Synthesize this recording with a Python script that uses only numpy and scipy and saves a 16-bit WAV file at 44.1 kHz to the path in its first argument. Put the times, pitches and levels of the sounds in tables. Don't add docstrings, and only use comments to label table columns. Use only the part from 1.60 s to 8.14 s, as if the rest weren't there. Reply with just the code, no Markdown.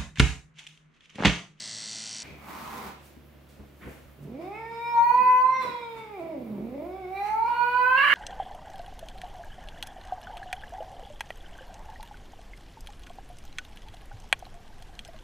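import sys
import numpy as np
from scipy import signal
from scipy.fft import rfft, irfft, next_fast_len
from scipy.io import wavfile
from scipy.ndimage import map_coordinates

SR = 44100
rng = np.random.default_rng(int(sys.argv[2]) if len(sys.argv) > 2 else 0)


def persist_wave(psi):
    counts = np.round(np.clip(psi, -1, 1) * 32767).astype(np.int16)
    wavfile.write(sys.argv[1], SR, np.atleast_2d(counts).T)


N = 288414
T = np.arange(N) / SR
HZ = np.fft.rfftfreq(N, 1 / SR)
CUT_S = 0.631

# [t/s, f/Hz]
STROKE_RATE = [(0, 55.3), (.09, 55.55), (.14, 54.45), (.2, 54.8), (.28, 55.25), (.41, 55.35), (.47, 55.7),
               (.53, 55.3), (.58, 54.3), (.64, 54.8)]
CLICK_HZ, CLICK_S, CLICK_DB = 6300, .00009, -23.5
# [f/Hz, level/dB, t60/s]
HOUSING_MODES = [(4340, -52, 0.021), (4700, -47, 0.023), (4720, -44, 0.029), (5640, -45, 0.048),
                 (7800, -47, 0.018), (2070, -53, 0.048), (3130, -51, .05)]
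# [place in the stroke 0-1, level/dB, f/Hz, length/s]
KNOCKS = [(.014, 5, 6800, .0001), (.115, -2, 4400, .0004), (.325, -3, 5600, .00025), (.34, -4, 4500, .0006),
          (.33, -14, 2000, .0008), (.445, 0, 5600, .0005), (.49, -3, 7800, .0004), (.52, -2, 5800, .0003),
          (.535, -2, 7300, .0002), (.55, -4, 3500, .0004), (.68, -8, 5800, .0005), (.77, -5, 5500, .00025),
          (.78, -9, 3300, .0003), (.89, -7, 4500, .0004), (.935, -4, 7000, .0003), (.945, -3, 4500, .0003)]
# [f/Hz, level/dB]
RATTLE_COLOUR = [(700, -50), (1200, -38), (1650, -12), (2050, -0.5), (2250, -4.5), (2600, -5.5), (3050, -5),
                 (3900, -3), (4500, 4), (5060, -5.5), (5680, -2), (6700, -9), (8000, -3), (9200, -11.5),
                 (11000, -36), (15000, -37)]
RATTLE_DB = -44.5
# [f/Hz, level/dB]
HUM_COLOUR = [(65, -43), (110, -8), (221, -3.5), (332, -12.5), (404, -14.5), (451, -18), (632, -11),
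              (1200, -17.5), (1500, -14), (1950, -29), (3300, -120)]
HUM_DB = -55
# [multiple of the stroke rate, level/dB]
MOTOR_TONES = [(2, -64.5), (3, -71), (4, -60.5)]

# [t/s, level/dB, level/dB, level/dB]
ENGINE_ORDERS = [(.63, -53.5, -60, -66), (1.85, -53, -56, -66), (2.3, -53, -59, -66), (3.0, -55, -52, -62),
                 (4.0, -66.5, -59, -62), (5.3, -50.5, -58, -62), (6.54, -57.5, -64, -60)]
ENGINE_HZ, ENGINE_SAG_HZ_PER_S = 73.2, 1.72
# [f/Hz, level/dB]
AIR_COLOUR = [(18, -34.5), (30, -13.5), (69, -18), (108, -14.5), (144, -14), (369, -12.5), (410, -21.5),
              (532, -16), (691, -19), (830, -24.5), (1050, -25), (2830, -29.5), (3880, -35.5), (15500, -54)]
AIR_DB = -56.5
# level/dB [outside the strong parts of the yowls, within them, within them]
SHEEN_DB = [-67.5, -61, -61]
# [f/Hz, t60/s]
ROOM_DECAY = [(150, 0.25), (500, 0.73), (1000, 0.5), (3000, 0.74), (10000, 0.3)]
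# [t/s, level/dB, centre f/Hz, width/octaves, rise/s, decay/s]
SCUFFS = [(.66, -57.5, 2280, 0.12, 0.065, 0.22), (.66, -53, 1440, 1.3, 0.45, 0.068),
          (0.707, -45.5, 167, 1, 0.052, 0.076), (.889, -53, 1190, 0.81, .001, 0.0047),
          (1.46, -57, 8850, 6.1, 0.041, 0.049), (1.571, -43, 219, 0.47, 0.0055, 0.013),
          (1.891, -63, 4000, 1.8, 0.0042, 0.073), (2.009, -44, 65, 1.68, 0.029, 0.029),
          (2.224, -48, 1690, 0.53, 0.01, 0.05), (2.276, -38.5, 109, 1.32, 0.035, 0.018),
          (2.28, -57.5, 780, 0.76, 0.0074, 0.1), (2.315, -59, 13000, 2.5, 0.1, 0.11),
          (2.46, -46.5, 65, 0.64, 0.0063, 0.012), (2.641, -64, 8100, 3, 0.025, 0.012),
          (3.599, -46.5, 223.5, 0.42, 0.031, 0.066), (4.071, -38.5, 261, 0.91, 0.047, 0.031),
          (4.37, -46, 110.5, 1.53, 0.017, 0.032)]

# [f/Hz, level/dB]
HISS_COLOUR = [(120, -9), (200, -4), (350, -3.5), (550, -13), (750, -3), (980, 1), (1180, 0), (1500, -9),
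               (2300, -14.5), (3200, -22.5), (4200, -22), (7000, -25.5), (10000, -26), (15500, -22.5)]
HISS_START_S, HISS_END_S, HISS_RISE_S, HISS_FALL_S = 0.9, 1.282, 0.066, 0.025
HISS_MOUTH_DB, HISS_FIZZ_DB, HISS_SWELL_DB_PER_S = -43, -51.5, 3.5
GRUMBLE_HZ, GRUMBLE_ARCH_HZ, GRUMBLE_DB, GRUMBLE_SWELL_DB_PER_S = 182, 59.8, -54, 21

YOWL_START_S, YOWL_RISE_S = 2.55, 0.24
# [t/s, f/Hz]
PITCH = [(2.58, 151.6), (2.645, 140.2), (2.685, 204.7), (2.76, 270.3), (2.8, 325.5), (2.88, 385.4),
         (2.995, 451.2), (3.32, 473.7), (3.39, 464.2), (3.58, 501.2), (3.8, 504.5), (3.96, 525.8),
         (4.09, 487.5), (4.4, 447.8), (4.52, 415.5), (4.565, 388.5), (4.61, 331.5), (4.71, 321.8),
         (4.78, 263.4), (4.9, 212.2), (4.98, 193.7), (5.09, 237.4), (5.19, 289.5), (5.27, 356.8),
         (5.39, 388), (5.46, 362), (5.69, 423.7), (5.9, 475), (6.2, 498.1), (6.355, 519.8), (6.38, 548.2),
         (6.42, 553.6), (6.44, 586), (6.47, 555.4), (6.54, 585.7)]
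# [t/s, level/dB]
EFFORT = [(2.6, -77), (2.72, -47), (2.82, -41.5), (3.12, -40), (3.25, -34), (3.33, -28), (3.385, -15),
          (3.45, -21.5), (3.69, -14), (3.79, -13), (3.9, -24.5), (4.03, -28), (4.15, -40.5), (4.57, -46),
          (4.595, -35.5), (4.74, -38), (4.85, -52.5), (5.08, -46.5), (5.18, -34.5), (5.33, -44.5),
          (5.5, -38.5), (5.58, -33.5), (5.74, -21.5), (5.82, -24.5), (6.02, -22), (6.115, -29), (6.16, -19),
          (6.45, -21.5), (6.5, -29), (6.54, -27)]
# [t/s, 0 shut - 1 wide]
MOUTH = [(2.6, .01), (3.3, 0.1), (3.44, 0.51), (3.8, 0.52), (4.02, 0.16), (4.22, 0.013), (5.4, 0.033),
         (5.63, 0.34), (5.95, 0.62), (6.33, 0.79), (6.54, 0.98)]
# [pitch f/Hz, fundamental level/dB, level added to overtones/dB]
FOLDS = [(147, -34.5, -23.5), (202, -34.5, -26), (267, -40.5, -21.5), (324, -36.5, -19), (407.5, -45, -16),
         (444.5, -44.5, -10), (493, -41, -3.5), (524, -40.5, -4.5), (580, -46.5, 5.5)]
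# [pitch f/Hz, roughness 0-1]
RAGGED = [(150, .52), (200, .5), (270, .38), (325, .22), (382, .04), (450, .03), (507, .022), (535, .03),
          (570, .12)]
GROWL_PULSE_HZ, GROWL_PULSE_DEPTH = 42, .75
# level/dB [shut, half open, wide]
FUNDAMENTAL_DB = [0.5, -4, 4.5]
# level/dB [second, third]
CHEST_DB = [-55, -57]
# [t/s, level/dB]
FOURTH = [(2.9, -76.5), (3.02, -53), (3.08, -45), (3.16, -60.5), (3.29, -46.5), (3.48, -44), (3.62, -45),
          (3.85, -50.5), (3.95, -36), (4.06, -54), (4.25, -70.5), (5.48, -65), (5.67, -49), (5.8, -69.5),
          (6.3, -52)]
# f/Hz [shut, half open, wide]
MOUTH_HZ = [500, 960, 1560]
MOUTH_WIDTH_HZ = 198
# f/Hz [shut, half open, wide]
THROAT_HZ = [(2254, 2195, 2565), (3560, 4380, 4220), (4970, 6300, 4800)]
# level/dB [shut, half open, wide]
THROAT_DB = [(-42, -39, -35.5), (-59.5, -57, -51.5), (-64, -66, -73)]
# half width/Hz [shut, half open, wide]
THROAT_WIDTH_HZ = [(240, 290, 380), (340, 180, 330), (220, 300, 300)]
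THROAT_SHARE = [1, 0.78, 0.78]
THROAT_SPREAD = 0.58
# [f/Hz shut, f/Hz half open, f/Hz wide, level/dB]
TOP_RINGS = [(6900, 7900, 16000, -72.5), (8480, 8800, 9100, -72)]
# [t/s, air level/dB, added roughness 0-1,
# level added/dB to the nasal ring, to the bright edge, to the thin top, rise/s, decay/s]
CATCHES = [(2.82, -53, 0.07, 3, 6, 11, 0.014, .04), (2.955, -64, 0, 16.5, -2, 0, 0.022, 0.035),
           (3.141, -56, 0.02, 0.5, 2, 12.5, .04, 0.047), (3.279, -56, 0, 7, 14, 12, 0.036, 0.065),
           (3.44, -60, 0.01, -1, 10, 6.5, .05, .08), (3.59, -55, 0.01, 0, -2, -5, .03, 0.024),
           (3.965, -63, 0.08, 13, 11, 20, 0.035, .04), (4.023, -38.5, 0.06, -13, 16.5, 9, 0.014, 0.058),
           (4.14, -74, 0.01, -4.5, 13, -2, 0.066, .16), (4.38, -47.5, 0, 2, 5, -6, 0.022, 0.038),
           (4.589, -56, 0.15, 7, 0, -12, .008, 0.05), (5.58, -60.5, 0.03, 18, 21, -1, 0.05, 0.063),
           (5.67, -43.5, 0.02, 0, 5.5, 16.5, 0.04, 0.04), (5.88, -52, 0.25, -4, -3, 10, 0.018, 0.073),
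           (6.38, -57, 0.06, 11.5, 2, 9, 0.009, 0.047)]
# [f/Hz, level/dB]
CREAK_COLOUR = [(70, -27.5), (150, 5), (230, 5), (400, 2.5), (700, -13.5), (1000, -12.5), (1500, -33),
                (3000, -57.5)]
# [f/Hz, level/dB]
RASP_COLOUR = [(150, -15.5), (500, -13), (850, -3), (1150, 5.5), (1700, -4), (2300, 2.5), (2900, -7.5),
               (3500, -17), (4400, -11), (5500, -19.5), (9000, -20), (15500, -23.5)]
# level/dB [shut, half open, wide]
RASP_DB = [-64, -58.5, -40]
# level/dB [shut, half open, wide]
PAN_DB = [-2.5, -4, -6]
# [t/s, f/Hz, level/dB]
WHISTLE = [(3.48, 15450, -70.5), (3.58, 14880, -67.5), (3.66, 14100, -63.5), (3.73, 13900, -69),
           (3.799, 13630, -72)]
# [t/s, level/dB]
SCREECH = [(6.2, -110), (6.35, -44.5), (6.385, -32), (6.42, -32), (6.445, -26), (6.46, -32.5), (6.477, -20),
           (6.492, -25), (6.52, -19.5), (6.54, -19.5)]
SCREECH_ROUGH = 0.4
# [f/Hz, half width/Hz, level/dB]
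SCREECH_THROAT = [(1090, 190, -14), (1620, 270, 0), (2130, 180, -5), (2940, 170, -3.5)]
EDGE_HZ = 15800


def amp(db):
    return np.exp(np.asarray(db) * (np.log(10) / 20))


def evened(x):
    return x / np.sqrt(np.mean(x ** 2) + 1e-20)


def read(points, hz):
    f, value = np.transpose(points)
    return np.interp(np.log(hz + 1), np.log(f + 1), value)


def curves(rows):
    s, *columns = np.transpose(rows)
    return [np.interp(T, s, c) for c in columns]


def at_pitch(rows, pitch):
    hz, *columns = np.transpose(rows)
    return [np.interp(pitch, hz, c) for c in columns]


def phase(hz):
    return 2 * np.pi * np.cumsum(hz) / SR


def colour(x, db):
    return evened(irfft(rfft(x) * amp(db), N))


def above(hz, order=4):
    return -10 * np.log10(1 + (hz / (HZ + 1)) ** (2 * order))


def wander(hz, size=16):
    count = next_fast_len(N // size + 2)
    gain = (1 + (np.fft.rfftfreq(count, size / SR) / hz) ** 4) ** -.5
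    slow = evened(irfft(rfft(rng.standard_normal(count)) * gain, count))
    return np.interp(T, np.arange(count) * size / SR, slow)


def pair(side):
    a, b = rng.standard_normal((2, N))
    return np.array([a + side * b, a - side * b])


def pan(db):
    g = amp(np.array([db, -db]).reshape(2, -1) / 2)
    return g / g.mean(0)


def peak(hz, centre, width):
    away = 1 + ((hz - centre) / width) ** 2
    return 1 / (away * np.sqrt(away))


def swell(start, end, rise, decay):
    return np.exp(-np.maximum(np.maximum((start - T) / rise, (T - end) / decay), 0))


def glide(values, position, last=1):
    return np.interp(position, [0, .5, last], values)


def by_mouth(values, wide=1):
    return glide(values, curves(MOUTH)[0], wide)


def knock(age, hz, length):
    u = np.maximum(age, 0) / length
    return u * np.exp(1 - u) * np.sin(2 * np.pi * hz * age)


def appliance(knocks_db=-35):
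    first_click_s, uneven_db, play_s, loose = .0045, 2.2, .000018, .5
    rate, = curves(STROKE_RATE)
    turns = np.cumsum(rate) / SR - first_click_s * rate[0]
    stroke, number = turns % 1, np.floor(turns).astype(int)
    age = stroke / rate
    click = amp(CLICK_DB) * knock(age, CLICK_HZ, CLICK_S)
    ring = sum(amp(db - 60 * age / t60) * np.sin(2 * np.pi * hz * age) for hz, db, t60 in HOUSING_MODES)

    knocks = 0
    for at, db, hz, length in KNOCKS:
        force, creep = rng.standard_normal((2, number[-1] + 2))
        gain = amp(knocks_db + db + uneven_db * force)[number]
        delay = at / rate + play_s * np.cumsum(creep)[number]
        knocks = knocks + gain * knock(age - delay, hz, length)

    grains = rng.standard_normal((2, SR // 10))
    place = [stroke * SR / rate.mean()]
    one, other = (map_coordinates(grain, place, order=3) for grain in grains)
    shift = 4 * T
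    scrape = one * np.cos(shift) + other * np.sin(shift) + loose * rng.standard_normal(N)
    rattle = amp(RATTLE_DB) * colour(scrape, read(RATTLE_COLOUR, HZ))
    hum = amp(HUM_DB) * colour(.5 * scrape + rng.standard_normal(N), read(HUM_COLOUR, HZ))
    tones = sum(np.sqrt(2) * amp(db) * np.sin(2 * np.pi * round(k) * turns) for k, db in MOTOR_TONES)

    band = signal.butter(9, [95, 9400], "band", fs=SR, output="sos")
    small = signal.butter(2, 1400, "high", fs=SR, output="sos")
    impacts = signal.sosfilt(small, click + ring + knocks)
    return signal.sosfilt(band, impacts + hum + tones) + rattle


def background(waver_db=2):
    hz = ENGINE_HZ - ENGINE_SAG_HZ_PER_S * (T - CUT_S)
    turns = phase(hz * (1 + 0.0053 * wander(17)))
    engine = 0
    for k, db in enumerate(curves(ENGINE_ORDERS), 1):
        engine = engine + np.sqrt(2) * amp(db - 4.0 + waver_db * wander(9.1)) * np.sin(k * turns)
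    shape = read(AIR_COLOUR, HZ) + above(64, order=1)
    air = colour(pair(0.58), shape) * amp(AIR_DB + 0.18 * wander(3.2))
    return (engine + air) * pan(-1.6)


def sheen(waver_db=2):
    strength, = curves(MOUTH)
    level_db = glide(SHEEN_DB, strength)
    return colour(pair(0.64), above(12000)) * amp(level_db + waver_db * wander(4))


def room(x, wet_db, mono_hz=450, apart=0.98):
    size = 20
    at = np.arange(size * size // 2, SR - size, size)
    places = at + rng.integers(0, size, (2, len(at)))
    taps = np.zeros((2, SR))
    np.put_along_axis(taps, places, rng.choice([-1., 1.], (2, len(at))), 1)
    hz, t, z = signal.stft(taps, SR, nperseg=256)
    z = z * amp(-60 * t / read(ROOM_DECAY, hz)[:, None])
    side = apart * z[1] * (hz ** 2 / (hz ** 2 + mono_hz ** 2))[:, None]
    tail = signal.istft(np.array([z[0] + side, z[0] - side]), SR, nperseg=256)[1]
    wet = signal.fftconvolve(x, tail / np.linalg.norm(tail[0]), axes=1)[:, :N]
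    return (x + amp(wet_db) * wet) / np.sqrt(1 + amp(wet_db) ** 2 / 2)


def scuffs():
    out, noise = np.zeros((2, N)), rfft(pair(0.36))
    for s, db, hz, octaves, rise, decay in SCUFFS:
        band = np.exp(-.5 * (np.log2((HZ + 1) / hz) / octaves) ** 2)
        out += evened(irfft(noise * band, N)) * amp(db) * swell(s, s, rise, decay)
    return out


def hiss_envelope(swell_db_per_s):
    held_s = np.clip(T, HISS_START_S, HISS_END_S) - HISS_START_S
    return swell(HISS_START_S, HISS_END_S, HISS_RISE_S, HISS_FALL_S) * amp(swell_db_per_s * held_s)


def hiss(crackle_db=2, split_hz=3000, spits_per_s=70, spit_size=13):
    spits = (rng.random(N) < spits_per_s / SR) * rng.uniform(0.41, 1, N) * spit_size
    air = pair(0.49) * amp(crackle_db * wander(250)) + spits
    shape, high = read(HISS_COLOUR, HZ), above(split_hz)
    low = 10 * np.log10(1 - amp(high) ** 2 + 1e-12)
    mouth = colour(air, shape + low) * amp(HISS_MOUTH_DB)
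    fizz = colour(air, shape + high) * amp(HISS_FIZZ_DB)
    return (mouth + fizz) * hiss_envelope(HISS_SWELL_DB_PER_S) * pan(-1.6)


def grumble(jitter=0.081, slope_db=-8, top_s=1.13, half_length_s=0.16):
    arch = np.maximum(1 - ((T - top_s) / half_length_s) ** 2, 0)
    pitch = GRUMBLE_HZ + GRUMBLE_ARCH_HZ * arch
    turns = phase(pitch * (1 + jitter * wander(80)))
    folds = evened(sum(amp(slope_db * k) * np.cos(k * turns) for k in range(1, 4)))
    return folds * amp(GRUMBLE_DB) * hiss_envelope(GRUMBLE_SWELL_DB_PER_S)


def strain(pitch, air_db=-2, screech_air_db=-40):
    base, bright = at_pitch(FOLDS, pitch)
    rough, = at_pitch(RAGGED, pitch)
    levels = np.array([by_mouth(db, THROAT_SPREAD) + share * bright
                       for db, share in zip(THROAT_DB, THROAT_SHARE)])
    screech_db, = curves(SCREECH)
    broken = amp(screech_db - screech_db.max())
    air = amp(by_mouth(RASP_DB)) + amp(screech_air_db) * broken
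    rough = rough + SCREECH_ROUGH * broken
    for s, db, ragged, *lifts, rise, decay in CATCHES:
        catch = swell(s, s, rise, decay)
        air = air + amp(db) * catch
        rough = rough + ragged * catch
        levels = levels + np.outer(lifts, catch)
    return base + by_mouth(FUNDAMENTAL_DB), levels, np.clip(rough, 0, .9), air * amp(air_db)


def low_harmonics(pitch, base_db, nasal_db, spill_db=-12):
    share = np.array([peak(k * pitch, by_mouth(MOUTH_HZ), MOUTH_WIDTH_HZ) for k in range(2, 5)])
    ring = share / np.linalg.norm(share, axis=0) * amp(curves(EFFORT)[0])
    second, third = np.hypot(ring[:2], amp(CHEST_DB)[:, None])
    third = np.hypot(third, amp(nasal_db + spill_db))
    fourth = np.hypot(ring[2], amp(curves(FOURTH)[0]))
    return [amp(base_db), second, third, fourth]


def throat_harmonics(pitch, turns, levels, flutter_db=3.0, skirt=0.0066, upper_db=-3.0):
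    centres = np.array([by_mouth(hz, THROAT_SPREAD) for hz in THROAT_HZ])
    widths = np.array([by_mouth(hz, THROAT_SPREAD) for hz in THROAT_WIDTH_HZ])
    upper, power = np.zeros((3, N)), np.zeros((3, N))
    for k in range(4, 21):
        share = peak(k * pitch, centres, widths)
        share[-1] += skirt
        tone = np.cos(k * turns + rng.uniform(0, 2 * np.pi))
        upper += share * (tone * amp(flutter_db * wander(10)))
        power += share ** 2
    return (upper / np.sqrt(power) * amp(levels + upper_db)).sum(0)


def overtones(pitch, turns, width_hz=260):
    _, bright = at_pitch(FOLDS, pitch)
    rings = [(by_mouth(hz, THROAT_SPREAD), amp(db + bright)) for *hz, db in TOP_RINGS]
    total = 0
    for k in range(14, 23):
        gain = sum(level * peak(k * pitch, hz, width_hz) for hz, level in rings)
        total = total + np.cos(k * turns) * gain
    return total


def yowl(jitter=.07, shimmer=0.69, flap_spread=.3, tremor=.002, throb=2.1, voice_db=-1.5, creak_db=3):
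    pitch, = curves(PITCH)
    base, levels, rough, air = strain(pitch)
    turns = phase(pitch * (1 + tremor * wander(18) + jitter * rough * wander(120)))
    depth = np.minimum(throb * rough, .3)
    low = 0
    for k, gain in enumerate(low_harmonics(pitch, base, levels[0]), 1):
        low = low + gain * (1 + depth * np.tanh(wander(37))) * np.cos(k * turns)
    voice = amp(voice_db) * low + throat_harmonics(pitch, turns, levels) + overtones(pitch, turns)
    voice *= np.sqrt(2 * (1 - rough ** 2)) * (1 + shimmer * rough * np.tanh(wander(59)))
    puffs = 1 + 0.8 * np.cos(turns)
    creak = colour(puffs * rng.standard_normal(N), read(CREAK_COLOUR, HZ))
    creak = creak * rough ** 1.57 * amp(base + creak_db)
    rasp = colour(pair(1.0) * puffs, read(RASP_COLOUR, HZ)) * air
    flaps = np.cos(phase(GROWL_PULSE_HZ * (1 + flap_spread * wander(30))))
    pulsing = 1 + GROWL_PULSE_DEPTH * at_pitch(RAGGED, pitch)[0] * flaps
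    onset = np.clip((T - YOWL_START_S) / YOWL_RISE_S, 0, 1)
    cry = (voice + creak) * pulsing + rasp + screech(turns, puffs)
    return cry * onset * pan(by_mouth(PAN_DB))


def whistle(waver=.004):
    hz, db = curves(WHISTLE)
    tone = np.sin(phase(hz * (1 + waver * wander(90))))
    return tone * amp(db) * swell(WHISTLE[0][0], WHISTLE[-1][0], .02, .02)


def screech(turns, puffs, slip=.65, slip_hz=170, lurch_db=5, air_share=.3):
    level = amp(curves(SCREECH)[0])
    slipped = turns + slip * (level / level.max()) ** .55 * wander(slip_hz)
    lurch = amp(lurch_db * np.tanh(wander(110)))
    folds = evened(sum(np.cos(k * slipped) for k in range(2, 8)) * lurch)
    throat = sum(amp(db) * peak(HZ, hz, width) for hz, width, db in SCREECH_THROAT)
    air = colour(pair(0.96) * puffs, 20 * np.log10(throat))
    cry = irfft(rfft(folds * level) * throat, N)
    return evened(cry) * np.sqrt(np.mean(level ** 2)) + air_share * air * level


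def scene():
    voiced = room(yowl() + whistle(), wet_db=-1.5)
    breath = room(hiss() + grumble() + scuffs(), wet_db=-1.0)
    after = np.clip((T - CUT_S) / .004 + .5, 0, 1)
    return (1 - after) * appliance() + after * (voiced + breath + background() + sheen())


def record(dry):
    thin = signal.sosfilt(signal.butter(3, 45, "high", fs=SR, output="sos"), dry)
    edge = signal.firwin(1023, EDGE_HZ, window=("kaiser", 9), fs=SR)
    return signal.oaconvolve(thin, edge[None], "same")


dry = scene()
out = record(dry)
persist_wave(out)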